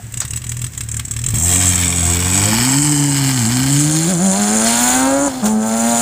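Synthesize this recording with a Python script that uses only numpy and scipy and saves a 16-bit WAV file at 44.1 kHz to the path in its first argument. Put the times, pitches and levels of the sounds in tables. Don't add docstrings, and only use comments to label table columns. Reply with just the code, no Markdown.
import sys
import numpy as np
from scipy import signal
from scipy.fft import rfft, irfft, next_fast_len
from scipy.io import wavfile
from scipy.ndimage import uniform_filter1d

SR = 44100
rng = np.random.default_rng(int(sys.argv[2]) if len(sys.argv) > 2 else 0)


def persist_wave(psi):
    counts = np.round(np.clip(psi, -1, 1) * 32767).astype(np.int16)
    wavfile.write(sys.argv[1], SR, np.atleast_2d(counts).T)


N = 265041

# multiple of the firing rate, base level in dB with the clutch
# slipping, with the clutch home and when pulling hard, random waver in dB, share of the upper orders' swell.
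LOW_ORDERS = [(.5, -38, -35, -44.5, 4.5, 0), (1, -17, -19.5, -17, 1.6, 0),
              (1.5, -30.5, -42.5, -38.5, 4.5, .3), (2, -26.5, -17.5, -20.5, 1.5, .1),
              (2.5, -40.5, -41, -31.5, 2.5, .6), (3, -25.5, -29, -26, 1.5, .4),
              (3.5, -49, -31, -28.5, 2.5, .8), (4, -26.5, -41, -27.5, 3, .8),
              (5, -21.5, -40, -28.5, 2.5, .8)]
# frequency in Hz, relative level in dB.
UPPER_PIPE = [(150, 8), (330, -7.5), (480, -15), (570, -5.5), (720, -6), (900, -12), (1080, -14.5),
              (1500, -14.5), (1800, -23.5), (2200, -24.5), (3000, -28.5), (4500, -28)]
# time in seconds, stage (0 close, 1 leaving, 2 far).
DISTANCE_STAGE = [(0, 0.073), (2.1, 0.091), (2.5, 0.72), (3.3, 1.4), (3.75, 1.52), (3.9, 2.01),
                  (6.01, 2.215)]


def from_db(db):
    return 10 ** (np.asarray(db) / 20)


def rms_one(x):
    return x / np.sqrt(np.mean(x ** 2) + 1e-20)


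def in_time(rows):
    seconds, *columns = np.transpose(rows)
    return [np.interp(np.arange(N) / SR, seconds, column) for column in columns]


def at_hz(points, hz):
    table_hz, table_db = np.array(points).T
    return np.interp(np.log(hz), np.log(table_hz), table_db)


def ramp(start_s, length_s):
    return np.clip((np.arange(N) / SR - start_s) / length_s, 0, 1)


def drift(rate_hz):
    r = np.exp(-80 * np.pi * rate_hz / SR)
    noise = rng.standard_normal(N // 40 + 2002)
    slow = signal.lfilter([1], [1, -2 * r, r * r], noise)[2000:]
    return np.interp(np.arange(N) / 40, np.arange(len(slow)), rms_one(slow))


def coloured(spectrum):
    size = next_fast_len(N)
    hz = np.maximum(np.arange(size // 2 + 1) * SR / size, 1)
    white = rfft(rng.standard_normal(size))
    return rms_one(irfft(white * from_db(at_hz(spectrum, hz)), size)[:N])


def ring(clicks, hz, t60):
    r, w = from_db(-60 / (t60 * SR)), 2 * np.pi * hz / SR
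    return signal.lfilter([0, np.sin(w)], [1, -2 * r * np.cos(w), r * r], clicks + 1e-18)


def burst(clicks, rise_s, fall_s):
    rise, fall = np.exp(-1 / (rise_s * SR)), np.exp(-1 / (fall_s * SR))
    falling = signal.lfilter([1], [1, -fall], clicks + 1e-18)
    return signal.lfilter([1 - rise], [1, -rise], falling)


def idle():
    # time in seconds, relative spit level in dB, relative thump level in dB.
    firings = [(0.0222, -28, -31), (0.0408, -27, -22), (0.066, -27, -30), (0.121, -18, -27),
               (0.139, -6.5, -21), (0.172, -5, -18), (0.202, 0.5, -31), (0.2498, -9, -18.5),
               (0.2784, -14, -26), (0.306, -10.5, -21), (0.3337, -7, -17.5), (0.3592, -5, -19.5),
               (0.372, -9, -38), (0.4169, -19, -24), (0.4402, -11.5, -22), (0.4656, -12, -20),
               (0.492, -6.5, -22), (0.517, -6, -20), (0.5413, -22, -22), (0.5674, -10.5, -20),
               (0.5907, -14, -17), (0.616, -4.5, -18), (0.6416, -5.5, -16), (0.6647, -11.5, -19.5),
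               (0.7198, -25, -44), (0.734, -16, -50), (0.7479, -16, -23), (0.7757, -7.5, -22),
               (0.8065, -5.5, -18), (0.8343, -12.5, -18), (0.8622, -32, -28), (0.887, -8, -20),
               (0.9142, -9, -22), (0.9412, -9, -18), (0.9666, -2.5, -21), (0.9943, -7, -18),
               (1.05, -12, -22), (1.08, -12.5, -22), (1.1099, -5.5, -18.5), (1.1364, -9.5, -21),
               (1.1637, -5.5, -16), (1.189, -10, -20), (1.2147, -12, -20), (1.239, -5.5, -17),
               (1.262, -2.5, -13), (1.285, -5, -11), (1.304, -5, -16), (1.3216, -21, -18), (1.341, -4, -5)]
    # frequency in Hz, relative level in dB, time to fade by 60 dB in seconds.
    pipe_modes = [(76.2, -11.5, 0.3), (116.7, -2, 0.21), (152, -42, .08), (227.6, -23, 0.24),
                  (326, -38, .06), (390, -48, 0.14)]
    seconds, spit_db, thump_db = np.transpose(firings)
    at = np.round(seconds * SR).astype(int)
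    thumps = np.zeros(N)
    thumps[np.maximum(at - round(.003 * SR), 0)] = -from_db(thump_db)
    thump = sum(from_db(level_db) * ring(thumps, hz, t60) for hz, level_db, t60 in pipe_modes)
    spits = np.zeros((3, N))
    spits[:, at] = from_db(spit_db + 3.1 * rng.standard_normal((len(at), 3)).T)
    short_puff = burst(spits, 0.0023, 0.0021)
    long_tail = from_db(-19.5) * burst(spits, 0.0035, 0.014)
    return thump, short_puff + long_tail


def orders(turn, rate_hz, level_db, other_db, roar_db, waver_db):
    half_order_db = -6.5
    bright_corner_hz, bright_roar_db, bright_share_per_octave = 1280, -23.5, 0.92
    out = np.zeros(N)
    own = dict(zip(np.array(LOW_ORDERS)[:, 0], level_db))
    for k in np.arange(1, 33) / 2:
        if k in own:
            db = own[k]
            lag = 0.26 * (k - 1) + 0.4 * (k - 1) ** 2
        else:
            db = other_db + at_hz(UPPER_PIPE, k * rate_hz) + half_order_db * (k % 1 > 0)
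            lag = 0.58 * (k - 1) + rng.normal(0, 1.0)
        octaves = np.log2(np.maximum(k * rate_hz / bright_corner_hz, 1))
        db = db + bright_share_per_octave * (roar_db - bright_roar_db) * octaves
        rough_db = waver_db * k ** .35 * drift(14)
        phase = 2 * np.pi * k * turn - lag + 0.17 * np.sqrt(k) * drift(12.0)
        out -= np.sqrt(2) * from_db(db + rough_db) * np.cos(phase)
    return out


def snatch():
    start_s, swing_hz, period_s, decay_s = 4.072, 28.82, 0.1446, .14
    after = np.maximum(np.arange(N) / SR - start_s, 0)
    return swing_hz * np.exp(-after / decay_s) * np.sin(2 * np.pi * after / period_s)


def low_levels(rate_hz, shut, other_db):
    # frequency in Hz, relative level in dB.
    low_pipe = [(25, -8), (50, -9.5), (88, -2), (145, 1), (210, 2.5), (241, -2), (285, 1), (340, -2.5),
                (390, -12.5), (430, -8.5), (478, -18), (510, -14.5), (540, .5), (585, 0.5), (640, -11.5),
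                (680, 2), (710, 0.9), (860, -3), (960, -3), (1080, -13), (1400, -6.5)]
    shut_low_db = -8
    swell_from_db = -19
    home = ramp(2.49, 0.039)
    pull = ramp(3.53, 0.571)
    levels = []
    for k, slip_db, home_db, pull_db, waver_db, share in LOW_ORDERS:
        load_db = slip_db + home * (home_db - slip_db) + pull * (pull_db - home_db)
        swell_db = share * (other_db - swell_from_db)
        levels.append(load_db + at_hz(low_pipe, k * rate_hz) + shut_low_db * shut
                      + waver_db * drift(6) + swell_db)
    return levels


def gas_levels(swing_hz, shut):
    # time in seconds, base level in dB of upper orders, roar, rasp and sizzle.
    slow_levels = [(1.3, -32, -28, -44, -44), (1.35, -39, -31, -20, -33), (1.54, -30, -22.5, -12.5, -25),
                   (1.95, -31, -22, -19.5, -38), (2.19, -27.5, -22.5, -18.5, -30),
                   (2.5, -21.5, -17, -18, -40), (2.74, -22, -18.5, -19.5, -42),
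                   (2.81, -27, -21.5, -20, -43), (3.3, -26, -21.5, -21.5, -43),
                   (4.04, -29, -23.5, -14.5, -43), (4.6, -17, -24.5, -16, -48),
                   (4.7, -18.5, -18, -13.5, -42), (4.82, -15, -21.5, -11.5, -23),
                   (4.95, -10.5, -23, -13.5, -27), (5.1, -12, -27.5, -17.5, -34),
                   (5.27, -14, -33.5, -18, -42), (5.5, -20, -35.5, -20.5, -34),
                   (5.75, -19.5, -27.5, -19, -34), (6.01, -16, -23, -11.5, -24)]
    # dB for upper orders, roar, rasp and sizzle.
    shut_db = [-9, -2, -10.5, -22]
    # centre in seconds, half width in seconds,
    # change in dB before the layer's share.
    surges = [(5.435, 0.0098, -3.5), (5.46, 0.018, 3), (5.58, 0.061, -6), (5.72, 0.014, -2)]
    surge_share = [0.66, 1, 1.1, 3.5]
    snatch_db_per_hz = 0.1
    t = np.arange(N) / SR
    surge_db = sum(db * np.exp(-((t - centre_s) / width_s) ** 2) for centre_s, width_s, db in surges)
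    return [slow_db + snatch_db_per_hz * swing_hz + cut_db * shut + share * surge_db
            for slow_db, cut_db, share in zip(in_time(slow_levels), shut_db, surge_share)]


def jets(turn, spread_db, steady, sharp):
    cycle = turn + 0.43
    size_by_firing = from_db(spread_db * np.clip(rng.standard_normal(N), -2, 2))
    part = cycle % 1
    pulse = (part / 0.32 * np.exp(1 - part / 0.24)) ** sharp
    gate = size_by_firing[cycle.astype(int)] * (steady + pulse)
    return rms_one(uniform_filter1d(gate, size=20))


def gas_hiss(spit, noise_db, flows):
    # frequency in Hz, relative level in dB per Hz.
    roar = [(60, -23), (300, -6), (500, -57), (800, -14), (1600, -1), (3300, 3), (5200, -3.5),
            (6000, -12.5)]
    rasp = [(5000, -37), (6000, -6.5), (7000, 0.5), (8000, 8), (9000, -6), (10500, -11.5), (11500, -39)]
    sizzle = [(9500, -25), (11000, 2), (13000, -0.5), (15200, 8.5), (16000, 3)]
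    # relative level in dB of roar, rasp and sizzle.
    idle_mix_db = [-14.5, -6.5, -17.5]
    out = np.zeros(N)
    for colour, idle_db, puff, gas_db, flow in zip((roar, rasp, sizzle), idle_mix_db, spit, noise_db, flows):
        wavering_gain = from_db(gas_db + 1.69 * drift(3.95))
        envelope = from_db(idle_db) * puff + wavering_gain * flow
        out += coloured(colour) * envelope
    return out


def growl(other_db, clean, flow):
    spectrum = [(120, -11)] + UPPER_PIPE[1:] + [(6000, -55)]
    return from_db(other_db - 4.0) * np.sqrt(1 - clean ** 2) * flow * coloured(spectrum)


def resonate(x):
    # centre frequency in Hz, width in Hz, lift or cut in dB.
    close = [(707, 15, 19), (1145, 26, 7), (1575, 42, 8), (2030, 15, -35), (2670, 27, 3), (3054, 87, -13),
             (3370, 120, -3.5), (4400, 410, -6.5), (5560, 220, 8), (7000, 170, 0.5), (8750, 250, 1)]
    leaving = [(530, 147, -20), (710, 52, 7), (883, 42, 8), (963, 26, 4), (1450, 100, 2), (2040, 31, -10),
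               (2650, 31, -13), (3040, 280, 13.5), (3360, 810, -17.5), (5220, 700, 4.5), (6650, 150, 4.5),
               (8080, 710, 3)]
    far = [(1080, 41, -2), (1573, 54, 8), (2790, 860, -7), (3850, 53, -23), (4180, 18, 7), (5315, 22, 8.5),
           (6950, 176, 5), (8180, 650, -12), (9010, 580, 7.5)]
    size = next_fast_len(N)
    hz = np.arange(size // 2 + 1) * SR / size
    spectrum = rfft(x, size)
    (stage,) = in_time(DISTANCE_STAGE)
    out = np.zeros(N)
    for k, peaks in enumerate((close, leaving, far)):
        lift_db = sum(db * np.exp(-((hz - centre) / width) ** 2) for centre, width, db in peaks)
        weight = np.clip(1 - abs(stage - k), 0, 1)
        out += weight * irfft(spectrum * from_db(lift_db), size)[:N]
    return out


def echoes(x):
    # average lag in milliseconds, share before weakening with distance.
    surfaces = [(0.9, 0.38), (1.504, -0.25), (2.297, 0.25)]
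    at = np.arange(N)
    near = 1 - .3 * in_time(DISTANCE_STAGE)[0]
    returned = np.zeros(N)
    for lag_ms, share in surfaces:
        lag = lag_ms * SR / 1000 * (1 + .06 * drift(.5))
        returned += share * np.interp(at - lag, at, x)
    return x + near * returned


def clunks():
    # time in seconds, relative level in dB, decay in seconds.
    knocks = [(0.213, -20.5, 0.016), (3.515, -22, 0.0093), (4.66, -14, 0.019), (5.283, -30, 0.012),
              (5.436, -30, .012), (5.453, -20, 0.027)]
    # frequency in Hz, relative level in dB per Hz.
    knock_colour = [(60, 2), (200, -22), (900, -6), (1500, -1), (2200, -8), (4000, -6.5), (8000, -1.5),
                    (10000, -27)]
    envelope = np.zeros(N)
    for start_s, level_db, decay_s in knocks:
        click = np.zeros(N)
        click[round(start_s * SR)] = from_db(level_db)
        envelope += burst(click, .002, decay_s)
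    return envelope * coloured(knock_colour)


def roadside():
    # frequency in Hz, relative level in dB per Hz.
    floor_colour = [(15, -46), (25, -37), (107, 26), (500, -1), (1320, -2), (1590, 3.5), (4820, -7),
                    (8050, 6), (11100, -15), (15800, -0.5)]
    return from_db(-36.5) * coloured(floor_colour)


def scene():
    # time in seconds, firings per second before the snatch is added.
    engine_speed = [(1.3, 50.4), (1.39, 74), (1.44, 87.5), (1.6, 92), (2.07, 85.4), (2.27, 90.7),
                    (2.37, 95.6), (2.51, 108), (2.77, 140), (2.85, 149), (3.27, 135.3), (3.37, 128),
                    (3.45, 107.6), (3.52, 122.4), (3.67, 135.6), (4.05, 164), (4.38, 200.5), (4.64, 225),
                    (4.96, 255.8), (5.26, 286), (5.31, 260), (5.41, 256), (5.43, 206), (5.5, 218),
                    (5.56, 215.2), (5.9, 234.4), (6.01, 233)]
    # time in seconds, share of the upper orders heard as clean lines.
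    clean_share = [(1.3, .5), (2.3, .2), (3.5, .2), (4.1, .7), (4.6, .92), (5.27, .9), (5.3, .15),
                   (5.46, .2), (5.6, .88)]
    swing_hz = snatch()
    shut = ramp(5.281, .007) - ramp(5.421, .012)
    rate_hz = in_time(engine_speed)[0] + swing_hz
    turn = np.cumsum(rate_hz) / SR
    other_db, *noise_db = gas_levels(swing_hz, shut)
    level_db = low_levels(rate_hz, shut, other_db)
    running = ramp(1.31, 0.051)
    thump, spit = idle()
    *gas_flows, growl_flow = [running * jets(turn, spread_db=2.2, steady=steady, sharp=3)
                              for steady in (.45, .22, .3, .6)]
    gas = gas_hiss(spit, noise_db, gas_flows)
    (clean,) = in_time(clean_share)
    clean_db = other_db + 20 * np.log10(clean)
    tone = running * orders(turn, rate_hz, level_db, clean_db, noise_db[0], waver_db=.8)
    exhaust_noise = echoes(resonate(gas + growl(other_db, clean, growl_flow)))
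    return (thump + tone + exhaust_noise + clunks() + roadside())[None]


def record(dry):
    bass_cut = signal.butter(2, 40, "high", fs=SR, output="sos")
    top_cut = signal.cheby2(24, 90, 15950, fs=SR, output="sos")
    dry = signal.sosfilt(bass_cut, dry)
    rounded = .68 * np.tanh(dry / .68)
    return signal.sosfilt(top_cut, rounded)


dry = scene()
out = record(dry)
persist_wave(out)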